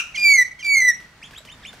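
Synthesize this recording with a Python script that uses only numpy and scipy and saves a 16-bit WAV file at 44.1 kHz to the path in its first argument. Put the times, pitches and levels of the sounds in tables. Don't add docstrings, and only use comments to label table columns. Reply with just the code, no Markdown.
import sys
import numpy as np
from scipy import signal
from scipy.fft import rfft, irfft, next_fast_len
from scipy.io import wavfile
from scipy.ndimage import uniform_filter1d, map_coordinates

SR = 44100
rng = np.random.default_rng(int(sys.argv[2]) if len(sys.argv) > 2 else 0)


def to_wav(s):
    ch = np.atleast_2d(s).T
    pcm = np.round(np.clip(ch, -1, 1) * 32767)
    wavfile.write(sys.argv[1], SR, pcm.astype(np.int16))


def gain_from_db(level_db):
    decades = np.asarray(level_db, float) / 20
    return 10 ** decades


N = 79380


def unit(x):
    return x / np.sqrt(np.mean(x ** 2) + 1e-20)


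def along(points, hz):
    f, value = np.transpose(points)
    return np.interp(np.log(hz + 1), np.log(f + 1), value)


def wobble(rate):
    return map_coordinates(rng.standard_normal(800), [np.arange(N) * rate / SR], mode="wrap")


def filtered(x, response):
    m = next_fast_len(N + SR // 2)
    return irfft(rfft(x, m) * response(np.fft.rfftfreq(m, 1 / SR)), m)[..., :N]


def cycles(hz):
    return 2 * np.pi * np.cumsum(hz) / SR


# f/Hz, level/dB per Hz
BREATH = [(900, -18), (2000, -3.5), (3500, -3), (5900, 0), (7500, -6), (12500, -18.5), (14500, -24),
          (16000, -36)]


def breath_noise():
    return unit(filtered(rng.standard_normal(N), lambda f: gain_from_db(along(BREATH, f))))


# t/s, f/Hz, level/dB, breath level/dB
NOTES = [
    [(0.172, 2438, -30, -39), (0.18, 2407, -22.5, -20), (0.2, 2389, -25.5, -14.5),
     (0.234, 2399, -16.5, -31), (0.258, 2338, -10.5, -34.5), (0.318, 2265, -11.5, -30.5),
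     (0.342, 2189, -11.5, -47), (0.368, 2130, -12.5, -50)],
    [(.37, 2097, -22.5, -45), (.383, 2049, -12.5, -41), (.392, 2019, -9, -46), (.402, 2006, -11.5, -51),
     (.417, 1950, -13.5, -55), (.426, 1949, -12.5, -54), (.433, 1929, -24, -42), (.437, 1940, -46, -40)],
    [(.627, 2420, -32.5, -17), (.636, 2379, -32, -20), (.642, 2370, -38, -8), (.65, 2343, -25, -23),
     (.668, 2330, -21.5, -23), (.695, 2300, -18.5, -49), (.735, 2239, -14.5, -54), (.76, 2199, -12.5, -55),
     (.766, 2112, -20.5, -45)],
    [(.773, 2156, -10.5, -50), (.783, 2139, -12, -38), (.789, 2110, -14.5, -50), (.796, 2122, -17.5, -41),
     (.805, 2100, -16, -46), (.815, 2029, -20, -34), (.822, 1976, -13.5, -44), (.834, 2021, -16.5, -32),
     (.846, 2034, -17.5, -45)],
    [(.852, 2011, -12.5, -51), (.866, 1994, -18, -52), (.888, 1964, -10, -48), (.903, 1929, -12, -54),
     (.911, 1866, -20.5, -40), (.919, 1839, -25, -44), (.926, 1850, -32, -43)],
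]
# f/Hz, level/dB
THROAT = [(2600, -0.5), (3900, -26), (4400, -16.5), (4750, -9.5), (5850, -15), (6200, -10.5), (7000, -22.5),
          (9500, -31), (15500, -38.5)]
# f/Hz of the pitch, share [1]
BEAT = [(1940, .08), (2010, .15), (2080, .25), (2150, .25), (2210, .03), (2400, .04)]
BEAT_HZ, BEAT_SPREAD_HZ, BEAT_PULL = 95, 35, .6
WAVER_HZ, OVERTONE_DB, PULSE, GUST_DB = 18, 2.5, .8, 3.5
BRIGHTEN, FULL_DB = .05, -13


def whistles():
    t = np.arange(N) / SR
    s, *columns = np.concatenate(NOTES).T
    hz, db, breath_db = [np.interp(t, s, column) for column in columns]
    on = sum((t > first[0][0]) & (t < last[-1][0]) for first, last in [NOTES[:2], NOTES[2::2]])
    beat = 1 + along(BEAT, hz) * np.exp(1j * cycles(BEAT_HZ + BEAT_SPREAD_HZ * wobble(40)))
    phase = cycles(hz + WAVER_HZ * wobble(240)) + BEAT_PULL * np.angle(beat)
    stack = 0
    for k in range(1, 8):
        effort_db = (k - 2.5) * BRIGHTEN * (db - FULL_DB)
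        unsteady_db = (k > 1) * OVERTONE_DB * wobble(150)
        stack = stack + gain_from_db(along(THROAT, k * hz) + effort_db + unsteady_db) * np.sin(k * phase)
    breath = gain_from_db(breath_db) * breath_noise() * (1 + PULSE * np.cos(phase)) * gain_from_db(GUST_DB * wobble(260))
    gate = uniform_filter1d(on * 1., size=130)
    return gate * gain_from_db(db) * (np.sqrt(2) * np.abs(beat) * stack + breath)


# t/s, length/s, from f/Hz, to f/Hz, level/dB
SQUEAKS = [
    (.144, .028, 2250, 1980, -33),
    (.153, .021, 3250, 2650, -33),
    (.588, .026, 2230, 1930, -41),
    (.592, .039, 3180, 2600, -43),
]
LOW_SIDE_DB = [0, -11.5, -18]
HIGH_SIDE_DB = [0.5, -3.5, -37, -39]
SQUEAK_ROUGH_DB, SQUEAK_AIR_DB, SQUEAK_SUM_DB = 3, -16, -4.5
SQUEAK_HOLD, SWELL = 2, .45


def squeaks():
    t, sides, swell = np.arange(N) / SR, np.zeros((2, N)), np.zeros(N)
    for row, (s, length, from_hz, to_hz, db) in enumerate(SQUEAKS):
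        u = np.clip((t - s) / length, 0, 1)
        phase = cycles(from_hz + (to_hz - from_hz) * u ** SQUEAK_HOLD + 55 * wobble(400))
        tone = 0
        for k, partial_db in enumerate(HIGH_SIDE_DB if row % 2 else LOW_SIDE_DB):
            tone = tone + gain_from_db(partial_db + SQUEAK_ROUGH_DB * wobble(180.1)) * np.sin((k + 1) * phase)
        shape = gain_from_db(db) * np.sin(np.pi * u) ** SWELL
        sides[row % 2] += np.sqrt(2) * shape * tone
        swell += shape
    product = sides[0] * sides[1] / (swell + 1e-6)
    sum_tone = filtered(product, lambda f: (f > 4500) & (f < 9500))
    air = gain_from_db(SQUEAK_AIR_DB) * swell * breath_noise()
    return sides.sum(axis=0) + gain_from_db(SQUEAK_SUM_DB) * sum_tone + air


# t/s, f/Hz, level/dB, overtone level/dB
CHIRPS = [
    [(1.216, 1750, -45, -13), (1.223, 1900, -47, -20), (1.231, 2550, -39.5, -10.5),
     (1.236, 2850, -46.5, 0.5), (1.245, 3280, -38.5, -13.5), (1.252, 3480, -47, -12),
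     (1.258, 3540, -47, -1.5), (1.266, 3500, -52, -2)],
    [(1.333, 1800, -47, -1), (1.339, 1550, -45, -8), (1.345, 1950, -49, -18), (1.351, 2600, -44, -21),
     (1.357, 2950, -56, -4), (1.367, 3300, -37.5, -22), (1.374, 3500, -52, 1), (1.381, 3800, -38, -5.5),
     (1.396, 3940, -49, -3)],
    [(1.472, 3100, -48, -20), (1.477, 3000, -45, -15), (1.483, 2950, -51, -20), (1.484, 1850, -48, -14),
     (1.491, 2500, -38, -21), (1.496, 2750, -48, -7), (1.503, 3020, -41, -14), (1.513, 3150, -52, -12)],
    [(1.516, 3350, -47, -6), (1.522, 3550, -50, 0), (1.528, 3640, -41, -9.5), (1.536, 3660, -54, -10.5)],
    [(1.624, 1930, -61, 0), (1.632, 1860, -53, -3), (1.641, 1620, -47.5, 7.5), (1.648, 1900, -56.5, 12),
     (1.652, 2350, -30, -26), (1.655, 2650, -48, 1), (1.66, 2900, -35, -15.5), (1.669, 3250, -46, -12)],
    [(1.67, 3300, -42, 4), (1.677, 3500, -46, -13), (1.685, 3570, -41, -6.5), (1.693, 3570, -41.5, -13),
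     (1.7, 3550, -57, -9)],
]
CHIRP_OVER_DB = [3, -8.5, -19]
CHIRP_JITTER_HZ, CHIRP_ROUGH_DB = 25.7, 1.5
CHIRP_VEIL_DB = -5


def chirps():
    t = np.arange(N) / SR
    s, *columns = np.concatenate(CHIRPS).T
    hz, db, over_db = [np.interp(t, s, column) for column in columns]
    on = sum((t > c[0][0]) & (t <= c[-1][0] + .001) for c in CHIRPS) > 0
    phase = cycles(hz + CHIRP_JITTER_HZ * wobble(400))
    tone = np.sin(phase)
    for k, partial_db in enumerate(CHIRP_OVER_DB, start=2):
        rough_db = 2 * CHIRP_ROUGH_DB * wobble(260)
        tone = tone + gain_from_db(over_db + partial_db + CHIRP_VEIL_DB + rough_db) * np.sin(k * phase)
    gate = uniform_filter1d(on * 1., size=90)
    return gate * np.sqrt(2) * gain_from_db(db + CHIRP_ROUGH_DB * wobble(200)) * tone


# f/Hz, width/Hz, level/dB
EARLIER = [(1403, 208, -5), (2470, 144, 0.5), (2740, 220, 2.5), (3870, 170, -16), (5870, 770, -16),
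           (6960, 3500, -28), (11000, 4700, -41.5)]
EARLIER_DB, FAST_T60, SLOW_T60, SLOW_DB = -21, 0.086, 0.49, -8


def earlier_call():
    t = np.arange(N) / SR
    bands = lambda f: sum(gain_from_db(db) / (1 + (2 * (f - centre) / width) ** 2) for centre, width, db in EARLIER)
    noise = rng.standard_normal((3, N))
    ring = unit(filtered(noise[0] + 1.19 * noise[1:], bands))
    return gain_from_db(EARLIER_DB) * ring * (gain_from_db(-60 * t / FAST_T60) + gain_from_db(SLOW_DB - 60 * t / SLOW_T60))


# t/s, peak level/dB, body f/Hz
DRIPS = [(1.001, -41.5, 3040), (1.026, -49, 2400), (1.19, -63, 2940), (1.3094, -40.5, 2900),
         (1.334, -44, 2500), (1.3777, -43.5, 3000), (1.4503, -39, 2950), (1.7292, -40, 3100),
         (1.738, -44, 3000)]
# t/s, f/Hz, level/dB
PLOPS = [(1.376, 1250, -43), (.886, 550, -40), (0.887, 1410, -35.5), (1.007, 1290, -44),
         (1.405, 587, -38.5), (1.73, 1490, -37.5), (1.738, 690, -35.5)]
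SPLASH_HZ = 5500


def drips():
    out, t = np.zeros(N + SR), np.arange(SR // 10) / SR
    for s, db, body_hz in DRIPS:
        decay = gain_from_db(-60 * t / 0.0097) + 0.35 * gain_from_db(-60 * t / 0.14)
        splash = rng.standard_normal(len(t)) * (1 - np.exp(-t / 0.0015)) * decay
        body = gain_from_db(-60 * t / 0.0038) * np.sin(2 * np.pi * body_hz * t)
        out[round(s * SR):][:len(t)] += gain_from_db(db + 8.5) * (splash + body)
    for s, hz, db in PLOPS:
        envelope = gain_from_db(db - 60 * t / 0.028) * (1 - np.exp(-t / 0.00078))
        out[round(s * SR):][:len(t)] += envelope * np.sin(2 * np.pi * hz * t * (1 + 4 * t))
    return filtered(out[:N], lambda f: 1 / (1 + 1j * f / SPLASH_HZ) ** 2)


# f/Hz, likeness [1]
ALIKE = [(60, 0.98), (240, 0.98), (950, 0.88), (3770, 0.21), (15000, 0.042)]


def rush(spectrum, patchy_db):
    z = signal.stft(rng.standard_normal((2, N)), nperseg=512)[2]
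    field = uniform_filter1d(uniform_filter1d(rng.standard_normal(z.shape[1:]), 6, 0), 10, 1)
    pair = signal.istft(z * gain_from_db(patchy_db * unit(field)), nperseg=512)[1][:, :N]
    turn = lambda hz: np.arccos(np.clip(along(ALIKE, hz), -1, 1)) / 2
    share = lambda hz: gain_from_db(along(spectrum, hz)) * [np.cos(turn(hz)), np.sin(turn(hz))]
    mid, side = filtered(pair, share)
    return unit(np.array([mid + side, mid - side]))


# t/s, level/dB
AIR = [(0.0, -53.5), (0.21, -49), (0.4, -51.5), (0.576, -54), (0.806, -49.5), (1.0, -51), (1.12, -53),
       (1.262, -50), (1.8, -47.5)]
# f/Hz, level/dB per Hz
RUMBLE = [(12, -41), (20, 1.5), (123, -4.5), (155, -4), (258, -9.5), (329, -17), (500, -32.5), (650, -18),
          (1100, -120)]
# f/Hz, level/dB per Hz
RAIN = [(180, -45), (300, -7), (1540, -3.5), (1730, -3.5), (1910, -1), (2290, -6), (3700, -10),
        (5870, -14.5), (15600, -31)]
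RAIN_OVER_DB, PATTER_DB, PATTER_RATE = -1, -12, 900


def weather():
    db = np.interp(np.arange(N) / SR, *np.transpose(AIR))
    hits = (rng.random((2, N)) < PATTER_RATE / SR) * gain_from_db(2 * rng.exponential(size=(2, N)))
    ping = lambda f: (1j * f * 4000 / (4000 ** 2 - f * f + 1j * f * 4000)) ** 2
    patter = unit(filtered(hits, ping))
    rain = gain_from_db(RAIN_OVER_DB + 0.67 * wobble(7.7)) * (rush(RAIN, patchy_db=1.0) + gain_from_db(PATTER_DB) * patter)
    traffic = gain_from_db(-2.5 + 0.26 * wobble(2.8)) * rush(RUMBLE, patchy_db=0.5)
    return gain_from_db(db + [[-.3], [.3]]) * (traffic + rain)


# delay t/s, level/dB
WALLS = [(.004, -21), (.011, -26), (.019, -29), (.027, -30)]


def walls(x):
    return filtered(x, lambda f: sum(gain_from_db(db) * np.exp(-2j * np.pi * f * s) for s, db in WALLS))


# f/Hz, t60/s
YARD = [(1000, .13), (2000, .38), (4000, .3), (6000, .27), (9000, .32), (14000, .27)]
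BUILD_S, SHIMMER_DB = .012, 2.2


def yard(x, scale=1):
    hz, t, z = signal.stft(rng.standard_normal((3, SR // 2)), SR, nperseg=256)
    rise = 1 - np.exp(-t / BUILD_S)
    decay = gain_from_db(-60 * t / scale / along(YARD, hz)[:, None])
    noise = signal.istft(z * rise * decay, SR, nperseg=256)[1]
    tail = noise[0] + 0.83 * noise[1:]
    echo = signal.fftconvolve(x[None], tail / np.linalg.norm(tail[0]), axes=1)[:, :N]
    return gain_from_db(SHIMMER_DB * wobble(120)) * echo


# f/Hz, level/dB
SIDES = [(300, 0), (2000, -1), (2200, -4.5), (2450, -2.5), (4500, 2.5), (6000, 3), (6900, -5), (12000, 2)]
# f/Hz, phase/rad
LEADS = [(1900, -0.14), (2400, -0.56), (3270, -0.7), (4220, 1.5), (6030, -0.3), (7840, 2), (9470, -1.5),
         (12100, 0.7), (15200, 0.5)]


def ports(x):
    half = np.array([[.5], [-.5]])
    return filtered(x, lambda f: gain_from_db(half * along(SIDES, f)) * np.exp(1j * half * along(LEADS, f)))


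# f/Hz, level/dB
ECHO_TILT = [(2000, 1), (6000, 4), (8000, 0.5), (13000, 1)]
ECHO_DB, CHIRP_WET_DB = -18, -9
CHIRP_TAIL = .5


def scene():
    bird, far, drop = whistles() + squeaks(), chirps(), drips()
    bright = filtered(bird, lambda f: gain_from_db(along(ECHO_TILT, f)))
    near = ports(bird + walls(bird)) + gain_from_db(ECHO_DB) * yard(bright)
    distant = far + gain_from_db(CHIRP_WET_DB) * yard(far + drop, CHIRP_TAIL)
    return near + distant + drop * gain_from_db([[-.7], [.7]]) + earlier_call() + weather()


def roll_off(x):
    return signal.sosfilt(signal.butter(12, 15710, fs=SR, output="sos"), x)


def record(dry):
    mix = filtered(dry, lambda f: (f < 15700) * f ** 2 / (f ** 2 + 25 ** 2))
    return roll_off(mix)


dry = scene()
out = record(dry)
to_wav(out)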